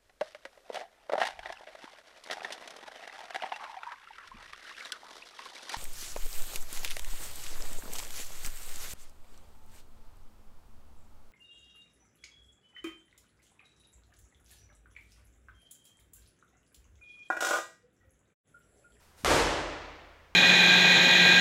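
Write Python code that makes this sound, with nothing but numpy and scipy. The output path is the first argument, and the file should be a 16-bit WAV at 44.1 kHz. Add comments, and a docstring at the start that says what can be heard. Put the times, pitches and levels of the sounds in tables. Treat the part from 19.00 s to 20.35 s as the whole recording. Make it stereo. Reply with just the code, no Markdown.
"""A quiet rush of air and a low hum come first, then clothes swish as the arms come down.
A puff of air precedes one sharp slap: a heavy rubber ball slammed on the hard floor of a bare brick gym.
The slap is a shaped impulse with wall echoes and scattered reflections; a decaying sine is the floor's thud.
Filtered noise makes the dense, darkening reverberation, the swish and the ventilation; sines make the
room's low ringing and the hum."""
import sys
import numpy as np
from scipy import signal
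from scipy.fft import rfft, irfft, next_fast_len
from scipy.io import wavfile
from scipy.ndimage import map_coordinates

SR = 44100
rng = np.random.default_rng(int(sys.argv[2]) if len(sys.argv) > 2 else 0)


def output_pcm(signal):
    """Save a mono or channel-first signal as 16-bit PCM at the path in sys.argv[1].

    Samples are clipped to [-1, 1] before scaling.
    """
    pcm = np.clip(np.atleast_2d(signal).T, -1, 1) * 32767
    wavfile.write(sys.argv[1], SR, np.round(pcm).astype(np.int16))


N = 59535  # length in samples

# Spectrum of the slap: frequency_hz, level_db
SLAP_SPECTRUM = [(40, -24), (200, -11), (600, 1), (1200, -1), (2500, -6.5), (6000, -11.5), (12000, -20),
                 (16000, -42)]
# First wall echoes: delay_s, level_db, left_over_right_db
WALL_ECHOES = [(.00172, -2, 6.5), (.00575, -17.5, -1), (.0075, -13, -2), (.0088, -12, 2), (0.0118, -16, 4),
               (0.0139, -5, -3), (.018, -12, -4), (0.02, -13, 4), (.0244, -9, 0)]
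# Loss at the walls: frequency_hz, gain_db
WALL_ABSORPTION = [(300, -1.5), (3000, -2), (8000, -3), (14000, -1)]
# Relative spectral density of the reverberation: frequency_hz, density_db
ECHO_SPECTRUM = [(25, -12), (42, -6), (80, -6.5), (108, -8.5), (145, -8.5), (205, -17), (295, -2),
                 (373, -3.5), (470, -3), (610, -2.5), (900, -6.5), (1560, -10), (2160, -11.5),
                 (3820, -17.5), (7310, -21.5), (11900, -33), (16000, -49)]
# Reverberation time, for a fall of 60 dB: frequency_hz, t60_s
REVERB_TIME = [(40, 0.65), (120, 1.38), (350, 1.254), (1000, 1.437), (2200, 1.507), (4000, 1.33),
               (7000, 0.94), (10000, 0.68), (15000, 0.29)]
# Left-right correlation of the reverberation: frequency_hz, correlation_0_to_1
ECHO_CORRELATION = [(30, 1), (70, 0.82), (130, 0.73), (500, 0.67), (2000, 0.77), (5000, 0.84), (9000, .76),
                    (11500, 0.95)]
# Stereo balance of the room's response: frequency_hz, left_over_right_db
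ROOM_BALANCE = [(40, -0.5), (125, -2.5), (300, -1), (1000, -1.1), (2000, -0.9), (10000, -0.7)]
# Standing waves of the room: frequency_hz, level_db, t60_s
ROOM_MODES = [(40.92, -41.5, 1.9), (45.78, -38.5, 1.97), (76.07, -37, 1.35), (147.4, -43.5, 1.29),
              (307.7, -35.5, 1), (457, -31.5, 0.64), (594.3, -36, 1.35), (904, -48, 1.5),
              (1056, -40.5, 1.3)]
# Loudness of the clothes: time_s, level_db
SWISH_LEVEL = [(0, -67.5), (.03, -64), (.11, -67), (.16, -68.5), (.185, -57.5), (0.207, -55.5),
               (.23, -57.5), (.25, -58.5), (.3, -100)]
# Relative spectral density of the clothes: frequency_hz, density_db
CLOTH_SPECTRUM = [(100, 4), (600, -0.5), (2000, -3.5), (5000, -4.5), (11000, -7), (16000, -17)]
# Relative spectral density of the ventilation: frequency_hz, density_db
AIR_SPECTRUM = [(25, 2.5), (75, 2), (130, -4.5), (400, -6.5), (1500, -5.5), (3000, -17.5), (6000, -20),
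                (10000, -30), (16000, -30)]
# Left-right correlation of clothes and ventilation: frequency_hz, correlation_0_to_1
AIR_CORRELATION = [(60, .99), (110, .97), (220, .55), (700, .45), (2400, .48), (8000, .72), (13000, .95)]

SLAM_S, SLAM_DB = .2475, 8.5  # contact time, gain of the slap
SCATTER_PER_S, SCATTER_DB, SCATTER_T60_S = 390, -9, 0.75  # later reflections: rate, greatest level, decay
SCATTER_LEAN_DB, SCATTER_SPREAD_DB = -1.5, 3  # their mean left-over-right level, its standard deviation
THUD_HZ, THUD_DB, THUD_T60_S = 69, -32, 0.16
ECHO_DB, START_DB, BUILD_S, HOLD_S = -22.5, -3, 0.068, 0.046  # level, start relative to it, swell, hold
ECHO_ONSET_S = 0.0094
CLUMP_DB, CLUMP_PER_S = 0.34, 70  # random unevenness of the echo: depth, rate
MODE_RISE_S = 0.096
PUFF_LEAD_S, PUFF_HZ, PUFF_WIDTH_S, PUFF_DB = 0.0067, 196, 0.0016, -34.5
AIR_DB, HUM_HZ, HUM_DB = -63, 76.3, -65
TOP_HZ = 16200  # band limit


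def amp(db):
    """Level and gain: 20 dB is a factor of ten in pressure."""
    return 10 ** (np.asarray(db) / 20)


def unit(x):
    """Normalization: scale to rms 1."""
    return x / np.sqrt(np.mean(x ** 2) + 1e-20)


def along(points, hz):
    """Logarithmic interpolation between (frequency, value) points."""
    point_hz, values = np.transpose(points)
    return np.interp(np.log(hz + 1), np.log(point_hz + 1), values)


def pan(left_over_right_db):
    """Level-difference stereo: half the difference raises the left, half lowers the right."""
    return amp(np.array([[.5], [-.5]]) * left_over_right_db)


def filtered(x, response):
    """Linear filtering: multiply the spectrum by a response of frequency."""
    size = next_fast_len(N + SR // 2)
    spectrum = rfft(x, size) * response(np.fft.rfftfreq(size, 1 / SR))
    return irfft(spectrum, size)[..., :N]


def causal(points, size=4096):
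    """Minimum phase: folding the cepstrum forward packs a spectrum into a one-sided pulse."""
    gain = amp(along(points, np.fft.rfftfreq(size, 1 / SR)))
    cepstrum = irfft(np.log(gain))
    cepstrum[1:size // 2] *= 2
    cepstrum[size // 2 + 1:] = 0
    return irfft(np.exp(rfft(cepstrum)))


def diffuse(spectrum, correlation=ECHO_CORRELATION):
    """Diffuse field: mid and side noises mix into stereo of a set left-right correlation, at rms 1."""
    def response(hz):
        angle = np.arccos(np.clip(along(correlation, hz), -1, 1)) / 2
        return amp(along(spectrum, hz)) * [np.cos(angle), np.sin(angle)]

    mid, side = filtered(rng.standard_normal((2, N)), response)
    return unit(np.array([mid + side, mid - side]))


def slap():
    """Impact and specular reflection: one pressure spike returns from the walls, dulled by absorption."""
    direct, reflections = np.zeros(N), np.zeros((2, N))
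    direct[round(SLAM_S * SR)] = 1
    for delay_s, level_db, lean_db in WALL_ECHOES:
        reflections[:, round((SLAM_S + delay_s) * SR)] += amp(level_db) * pan(lean_db)[:, 0]
    # random later reflections begin after the last tabulated echo
    t = np.arange(N) / SR - SLAM_S
    arrives = (rng.random(N) < SCATTER_PER_S / SR) & (t > WALL_ECHOES[-1][0])
    sides = pan(SCATTER_LEAN_DB + SCATTER_SPREAD_DB * rng.standard_normal(N))
    strength = rng.uniform(.5, 1, N) * amp(SCATTER_DB - 60 * t / SCATTER_T60_S)
    reflections += arrives * sides * strength
    arrivals = direct + filtered(reflections, lambda hz: amp(along(WALL_ABSORPTION, hz)))
    pulse = causal(SLAP_SPECTRUM)
    return amp(SLAM_DB) * signal.fftconvolve(arrivals, pulse[None], axes=1)[:, :N]


def thud():
    """Damped oscillation: the floor gives under the ball's weight and springs back."""
    t = np.maximum(np.arange(N) / SR - SLAM_S, 0)
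    decay = amp(THUD_DB - 60 * t / THUD_T60_S)
    return decay * np.sin(2 * np.pi * THUD_HZ * t) * pan(along(ROOM_BALANCE, THUD_HZ))


def echo():
    """Reverberation: a dense field builds up, holds, then decays at each frequency's own rate."""
    wash = filtered(diffuse(ECHO_SPECTRUM), lambda hz: pan(along(ROOM_BALANCE, hz)))
    hz, frame_s, bins = signal.stft(wash, SR, nperseg=512)
    age = np.maximum(frame_s - SLAM_S - BUILD_S - HOLD_S, 0)
    decay = amp(-60 * age / along(REVERB_TIME, hz)[:, None])
    tail = signal.istft(bins * decay, SR, nperseg=512)[1][:, :N]
    t = np.arange(N) / SR - SLAM_S
    swell_db = START_DB * np.clip(1 - t / BUILD_S, 0, 1)
    # smooth random level changes
    clump_positions = np.arange(N) * CLUMP_PER_S / SR
    clump_db = CLUMP_DB * map_coordinates(rng.standard_normal(size=512), [clump_positions])
    onset = np.clip(t / ECHO_ONSET_S, 0, 1)
    return tail * amp(ECHO_DB + swell_db + clump_db) * onset


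def boom():
    """Room modes: standing waves between the walls grow after the blow and ring out."""
    t = np.maximum(np.arange(N) / SR - SLAM_S, 0)
    rise = np.minimum(t / MODE_RISE_S, 1)
    age = np.maximum(t - MODE_RISE_S, 0)
    ringing = np.zeros((2, N))
    for hz, level_db, t60_s in ROOM_MODES:
        wave = np.sin(2 * np.pi * (hz * t + rng.random()))  # random starting phase
        ringing += pan(along(ROOM_BALANCE, hz)) * amp(level_db - 60 * age / t60_s) * wave
    return rise * ringing


def puff():
    """Displaced air: squeezed from under the ball, it gives one soft push and pull before contact."""
    t = np.arange(N) / SR - SLAM_S + PUFF_LEAD_S
    envelope = np.exp(-.5 * (t / PUFF_WIDTH_S) ** 2)
    return -amp(PUFF_DB) * np.sin(2 * np.pi * PUFF_HZ * t) * envelope


def swish():
    """Friction noise: clothes brush as the arms come down."""
    time_s, level_db = np.transpose(SWISH_LEVEL)
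    level = amp(np.interp(np.arange(N) / SR, time_s, level_db))
    return level * diffuse(CLOTH_SPECTRUM, AIR_CORRELATION)


def ventilation():
    """Flow noise and a tone: a steady rush of air with a low fan hum."""
    rush = amp(AIR_DB) * diffuse(AIR_SPECTRUM, AIR_CORRELATION)
    hum = amp(HUM_DB) * np.sin(2 * np.pi * HUM_HZ * np.arange(N) / SR)
    return rush + hum


def scene():
    """Superposition: the pressures of the throw, the slam and the room add."""
    return swish() + puff() + slap() + thud() + echo() + boom() + ventilation()


def record(dry):
    """Band limiting: nothing at or above the top frequency is kept."""
    return filtered(dry, lambda hz: hz < TOP_HZ)


dry = scene()
out = record(dry)
output_pcm(out)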